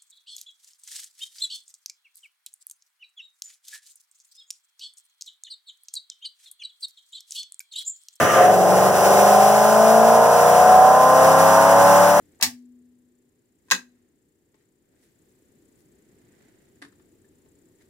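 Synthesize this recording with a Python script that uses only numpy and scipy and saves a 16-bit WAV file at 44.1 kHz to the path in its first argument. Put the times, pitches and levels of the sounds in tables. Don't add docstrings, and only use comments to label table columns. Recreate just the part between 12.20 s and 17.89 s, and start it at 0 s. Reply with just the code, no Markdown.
import sys
import numpy as np
from scipy import signal
from scipy.fft import rfft, irfft
from scipy.io import wavfile
from scipy.ndimage import uniform_filter1d, minimum_filter1d

SR = 44100
rng = np.random.default_rng(int(sys.argv[2]) if len(sys.argv) > 2 else 0)


def store_pcm(level_fs):
    pcm = np.round(np.clip(level_fs, -1, 1) * 32767).astype(np.int16)
    wavfile.write(sys.argv[1], SR, np.atleast_2d(pcm).T)


N = 250929

# t/s, crack/dB, ring/dB
RIGHT_LEVER_BLOWS = [(.2, -71.5, -53), (.2165, -50.5, -32), (.2195, -43, -29.5), (.2257, -4.5, -17.5),
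                     (.232, -9.5, -20.5), (.2355, -13, -18), (.2445, -18.5, -22.5), (.264, -21, -34.5)]
LEFT_LEVER_BLOWS = [(1.484, -59.5, -51.5), (1.5025, -27, -31), (1.5113, -4, -4.5), (1.517, -5.5, -2.5),
                    (1.5195, -11, -1), (1.549, -19, -24)]
DIAL_NUDGE_BLOWS = [(4.618, -46, -43), (4.6225, -42, -36.5), (4.6245, -45, -33), (4.65, -50.5, -46)]
# t/s, crack/dB, ring/dB
CATCH_BLOWS = [(.2108, -26.5, -52), (.2132, -14.5, -46)]
FINGER_BLOWS = [(4.725, -67, -58), (4.796, -66, -56), (5.044, -78, -53)]
CASING_BLOWS = [(2.343, -54, -64), (5.26, -62, -71)]
# f/Hz, level/dB, t60/s
RIGHT_LEVER_MODES = [(501, -28.5, .12), (705, -19.5, .05), (784, -12, 0.054), (880, -7.5, 0.041),
                     (1151, -9, 0.074), (1647, -4.5, .045), (1780, -2, 0.056), (1927, -3.5, 0.052),
                     (2304, -8, 0.083), (2627, -3, .05), (3330, -7, .05), (4042, -7.5, 0.058),
                     (4366, -5.5, 0.1), (4530, -8, 0.06), (5022, -6, .06), (6330, -6.5, .05),
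                     (6892, -5, 0.037), (8280, -8.5, 0.076)]
LEFT_LEVER_MODES = [(368, -37, .12), (522, -27.5, .1), (1030, -1.5, 0.032), (1268.4, -17, 0.045),
                    (1573, -5, 0.03), (1624, -5.5, 0.047), (1760, -4, .035), (1863.5, -1.5, 0.041),
                    (2586, -9, 0.062), (2570, -23, .11), (3985, -14.5, 0.051), (6470, -13, .04),
                    (7120, -17, 0.026)]
DIAL_BODY_MODES = [(1190, -15, 0.026), (1654, -9, 0.035), (1747, 3, 0.027), (1920, -10, 0.034),
                   (3730, -16, 0.038)]
CASING_MODES = [(645, -1, .05), (877, 0, 0.064), (1060, -3, 0.077), (1570, -17, .05)]
# f/Hz, level/dB
RIGHT_SPECTRUM = [(30, -19), (70, -4.5), (130, -6), (260, -8), (480, -20.5), (800, -4.5), (1150, -7),
                  (1420, -15.5), (1750, -0.5), (3100, -4.5), (4600, 2), (6700, -1), (9000, -6.5),
                  (15000, -10.5)]
LEFT_SPECTRUM = [(30, -26), (110, -23.5), (200, -7.5), (400, -11), (720, -20.5), (1600, 1.5), (2200, -5.5),
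                 (2600, 2.5), (3000, -2.5), (3900, 2), (5500, -1), (6700, 3), (9000, -9.5), (13500, -15.5),
                 (15500, -16)]
DIAL_SPECTRUM = [(100, -5), (300, 19), (600, 2.5), (1100, 10), (1900, 8), (2800, 0.5), (4600, 2.5),
                 (6200, -7), (9500, -2.5), (16000, -29)]
CASING_SPECTRUM = [(100, -3), (300, 2), (600, -0.5), (1000, -7), (2000, -4), (3000, -12), (6000, -13),
                   (16000, -26)]
# t/s, f/Hz, level/dB, t60/s, rise/s
SPRING_RINGS = [(0.226, 84.9, -43, 0.08, .003), (0.23, 246, -32.5, 1.72, 0.0083),
                (0.23, 140, -43.5, 0.25, 0.0062), (0.26, 262.7, -27, 0.2, .02),
                (1.52, 246, -37.5, 0.78, 0.011), (1.528, 187, -22.5, .14, .02),
                (1.53, 268.6, -31, 0.19, 0.014), (4.623, 285, -40.5, 0.22, 0.0083)]
# peak t/s, length/s, level/dB, tilt/(dB/oct), left minus right/dB
RUSTLE_STROKES = [(.16, 0.33, -75.5, -1.5, 0.5), (1.504, 0.089, -64, 1, 0), (1.769, 0.32, -73, -4, 1.5),
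                  (2.413, 0.16, -68.5, -1.5, 1.5), (2.74, 0.27, -78, -8, 0), (2.848, 0.16, -64.5, 1, 1),
                  (3.11, 0.057, -78, 6.5, -2), (3.599, 0.082, -74, 5.5, 5), (4.24, 0.86, -68.5, -3.5, -3.5),
                  (5.622, 0.072, -65.5, -1, 2)]
# f/Hz, t60/s
ROOM_T60 = [(300, 0.26), (1000, 0.15), (2000, 0.165), (5000, 0.155), (12000, .16)]
# f/Hz, level/dB
PAPER_SPECTRUM = [(300, -4), (700, -1), (1100, -9.5), (1900, 6), (2600, -3.5), (5000, -4), (9000, -2.5),
                  (16000, -15.5)]
HUM_SPECTRUM = [(20, -18.5), (45, -10.5), (90, -2.5), (170, -4), (270, 0.5), (380, 1), (480, -8.5),
                (620, -19), (1000, -28.5), (2500, -46), (8000, -68.5)]
HISS_SPECTRUM = [(300, 0.5), (1300, -0.5), (1850, 6), (2400, -0.5), (5500, -3), (7500, -1.5), (11000, -3.5),
                 (15500, -1), (16200, -26.5)]
WHINE_SPECTRUM = [(1000, -40), (5800, -25), (6700, -7), (7200, 0.5), (8000, -6), (8800, -12.5), (9600, -7),
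                  (11000, -21), (16000, -29)]
# t/s, level/dB
HUM_DRIFT = [(0, -1), (2.2, -1), (3.2, -3), (3.4, 0), (5.69, 0)]
# f/Hz, side minus mid/dB
HUM_WIDTH = [(60, -8.5), (350, -11), (550, -3.5), (1000, 1.5)]


def clacks(blows, modes, spectrum, crack_t60_s, shell_db, shell_t60_s, swell_s,
           lag_ms, left_db, tilt_db_oct, dulling_per_oct):
    out, t = np.zeros((2, N)), np.arange(16384) / SR
    ear_t = np.maximum(t - np.array([[-lag_ms], [lag_ms]]) / 2000, 0)
    rings = np.array([amp(db) * fade(ear_t, t60) * np.sin(2 * np.pi * hz * ear_t)
                      for hz, db, t60 in modes])
    rings *= 1 - np.exp(-t / swell_s)
    envelope = fade(t, crack_t60_s) + amp(shell_db) * fade(t, shell_t60_s)
    hardest_db = max(crack_db for _, crack_db, _ in blows)
    for s, crack_db, ring_db in blows:
        tilt = tilt_db_oct - dulling_per_oct * (hardest_db - crack_db)
        burst = coloured(envelope * rng.standard_normal((2, len(t))), spectrum, tilt)
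        weights = amp(ring_db + tilt * octaves(np.array(modes)[:, 0]))
        add(out, s, amp(crack_db) * burst + np.tensordot(weights, rings, 1))
    return panned(out, left_db)


def springs():
    out, t = np.zeros((2, N)), np.arange(2 * SR) / SR
    for s, hz, db, t60_s, rise_s in SPRING_RINGS:
        tone = amp(db) * (1 - np.exp(-t / rise_s)) * fade(t, t60_s) * np.sin(2 * np.pi * hz * t)
        add(out, s, panned(tone, left_db=3.5))
    return out


def rustle(grain_db=2.5, snaps_per_s=100, snap_db=-8, rise_share=0.55, edge_db=-12.5):
    snaps = rng.standard_normal((2, N)) * (rng.random(N) < snaps_per_s / SR)
    snaps = unit(shaped(snaps, PAPER_SPECTRUM))
    friction = noise(PAPER_SPECTRUM, correlation=0.1) + amp(snap_db) * snaps
    hz, t, bins = signal.stft(friction, SR, nperseg=256)
    power = 0
    for s, length_s, level_db, tilt, left_db in RUSTLE_STROKES:
        away = np.maximum((s - t) / rise_share, (t - s) / (1 - rise_share)) / length_s
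        stroke = amp(level_db + edge_db * away + tilt * octaves(hz)[:, None])
        power = power + (panned(0.98, left_db)[:, None] * stroke) ** 2
    grains = amp(grain_db * rng.standard_normal(len(t)))
    return signal.istft(bins * np.sqrt(power) * grains, SR, nperseg=256)[1][:, :N]


def room(x, wet_db=-8.5, build_s=0.009, echoes_per_s=5000, late_db=-34, late_t60_s=0.42):
    t = np.arange(SR // 2) / SR
    taps = rng.standard_normal((2, len(t))) * (rng.random((2, len(t))) < echoes_per_s / SR)
    hz, frame_s, bins = signal.stft(taps, SR, nperseg=256)
    decay = amp(-60 * frame_s / read(ROOM_T60, hz)[:, None]) + amp(late_db - 60 * frame_s / late_t60_s)
    tail = signal.istft(bins * decay, SR, nperseg=256)[1][:, :len(t)]
    tail *= 1 - np.exp(-(t / build_s) ** 2)
    tail /= np.linalg.norm(tail, axis=1, keepdims=True)
    return x + amp(wet_db) * signal.fftconvolve(x, tail, axes=1)[:, :N]


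def room_hum(level_db=-61, waver_db=0.34, waver_hz=4):
    t, hz = np.arange(N) / SR, np.fft.rfftfreq(N, 1 / SR)
    drift_db = np.interp(t, *np.transpose(HUM_DRIFT))
    waver = unit(irfft(rfft(rng.standard_normal(N)) * hz * np.exp(-(hz / waver_hz) ** 2), N))
    mid, side = noise(HUM_SPECTRUM, correlation=0)
    side = shaped(side, HUM_WIDTH)
    hum = unit(np.array([mid + side, mid - side]))
    return panned(amp(level_db + drift_db + waver_db * waver) * hum, left_db=1.1)


def whine(level_db=-65.5, rate_hz=30.012, start_s=0.02405, width=0.5, jitter_s=0.0027, uneven_db=1.77):
    cycles = rate_hz * (np.arange(N) / SR - start_s)
    index = np.round(cycles).astype(int) + 1
    late_cycles = jitter_s * rate_hz * rng.uniform(-0.81, 1, index[-1] + 1)
    strength = amp(uneven_db * rng.standard_normal(len(late_cycles)))
    pulses = strength[index] * np.exp(-(np.sin(np.pi * (cycles - late_cycles[index])) / width) ** 2)
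    return amp(level_db) * (pulses + 0.12) * noise(WHINE_SPECTRUM, correlation=1) * [[1], [0]]


def hiss(level_db=-72):
    return amp(level_db) * noise(HISS_SPECTRUM, correlation=0.09)


def close_pair(x, corner_hz):
    mid, side = (x[0] + x[1]) / 2, (x[0] - x[1]) / 2
    hz = np.fft.rfftfreq(N, 1 / SR)
    side = irfft(rfft(side) * hz / np.hypot(hz, corner_hz), N)
    return np.array([mid + side, mid - side])


def gain_control(x, threshold_db, deepest_db, hold_s, recovery_db_per_s):
    level_db = 20 * np.log10(abs(x).max(0) + 1e-9)
    over_db = np.clip(level_db - threshold_db, 0, deepest_db)
    half = int(hold_s * SR / 2)
    held_db = -minimum_filter1d(-over_db, 2 * half + 1, origin=half, mode="constant")
    ramp_db = recovery_db_per_s * np.arange(N) / SR
    cut_db = np.maximum.accumulate(held_db + ramp_db) - ramp_db
    return x * amp(-uniform_filter1d(cut_db, size=100))


def amp(db):
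    return 10 ** (np.asarray(db) / 20)


def unit(x):
    return x / np.sqrt(np.mean(x ** 2) + 1e-20)


def fade(t, t60_s):
    return amp(-60 * t / t60_s)


def read(points, hz):
    f, value = np.transpose(points)
    return np.interp(np.log(hz + 1), np.log(f + 1), value)


def octaves(hz):
    return np.log2(np.maximum(hz, 400) / 3500)


def add(mix, s, sound):
    part = mix[:, round(s * SR):][:, :sound.shape[1]]
    part += sound[:, :part.shape[1]]


def panned(x, left_db):
    return x * amp([[left_db / 2], [-left_db / 2]])


def shaped(x, spectrum):
    return irfft(rfft(x) * amp(read(spectrum, np.fft.rfftfreq(N, 1 / SR))), N)


def noise(spectrum, correlation):
    a, b = rng.standard_normal((2, N))
    pair = np.array([a, correlation * a + np.sqrt(1 - correlation ** 2) * b])
    return unit(shaped(pair, spectrum))


def coloured(x, spectrum, tilt_db_oct):
    size = x.shape[1]
    hz = np.fft.rfftfreq(size, 1 / SR)
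    gain = unit(amp(read(spectrum, hz) + tilt_db_oct * octaves(hz)))
    log_gain = np.log(np.r_[gain, gain[-2:0:-1]])
    response = np.exp(np.conj(signal.hilbert(log_gain)))[:len(hz)]
    return irfft(rfft(x) * response, size)


def scene():
    catch = clacks(CATCH_BLOWS, RIGHT_LEVER_MODES, RIGHT_SPECTRUM,
                   crack_t60_s=0.007, shell_db=-28, shell_t60_s=0.044, swell_s=0.001,
                   lag_ms=0, left_db=-1, tilt_db_oct=2.2, dulling_per_oct=0.15)
    right = clacks(RIGHT_LEVER_BLOWS, RIGHT_LEVER_MODES, RIGHT_SPECTRUM,
                   crack_t60_s=0.041, shell_db=-10, shell_t60_s=0.078, swell_s=0.0014,
                   lag_ms=0.13, left_db=1.14, tilt_db_oct=1.298, dulling_per_oct=0.17)
    left = clacks(LEFT_LEVER_BLOWS, LEFT_LEVER_MODES, LEFT_SPECTRUM,
                  crack_t60_s=0.014, shell_db=-9.5, shell_t60_s=0.06, swell_s=0.002,
                  lag_ms=0.13, left_db=2, tilt_db_oct=0.24, dulling_per_oct=0.06)
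    dial = clacks(DIAL_NUDGE_BLOWS, DIAL_BODY_MODES, DIAL_SPECTRUM,
                  crack_t60_s=0.012, shell_db=-6, shell_t60_s=0.14, swell_s=0.00078,
                  lag_ms=0.12, left_db=1, tilt_db_oct=0.48, dulling_per_oct=0.13)
    knocks = clacks(CASING_BLOWS, CASING_MODES, CASING_SPECTRUM,
                    crack_t60_s=0.023, shell_db=-6.5, shell_t60_s=0.086, swell_s=0.0016,
                    lag_ms=0.05, left_db=2, tilt_db_oct=-1.2, dulling_per_oct=0.03)
    touches = clacks(FINGER_BLOWS, DIAL_BODY_MODES, DIAL_SPECTRUM,
                     crack_t60_s=0.054, shell_db=-2, shell_t60_s=0.15, swell_s=0.005,
                     lag_ms=0.12, left_db=5, tilt_db_oct=-1.1, dulling_per_oct=0.1)
    machine = close_pair(catch + room(right + left + dial + touches + knocks), corner_hz=520)
    return machine + springs() + rustle() + room_hum() + whine() + hiss()


def record(dry):
    ducked = gain_control(dry, threshold_db=-26, deepest_db=6, hold_s=1.03, recovery_db_per_s=13)
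    lowpass = signal.firwin(301, 16100, window=("kaiser", 8), fs=SR)
    return signal.oaconvolve(np.tanh(ducked), lowpass[None], "same")


dry = scene()
out = record(dry)
store_pcm(out)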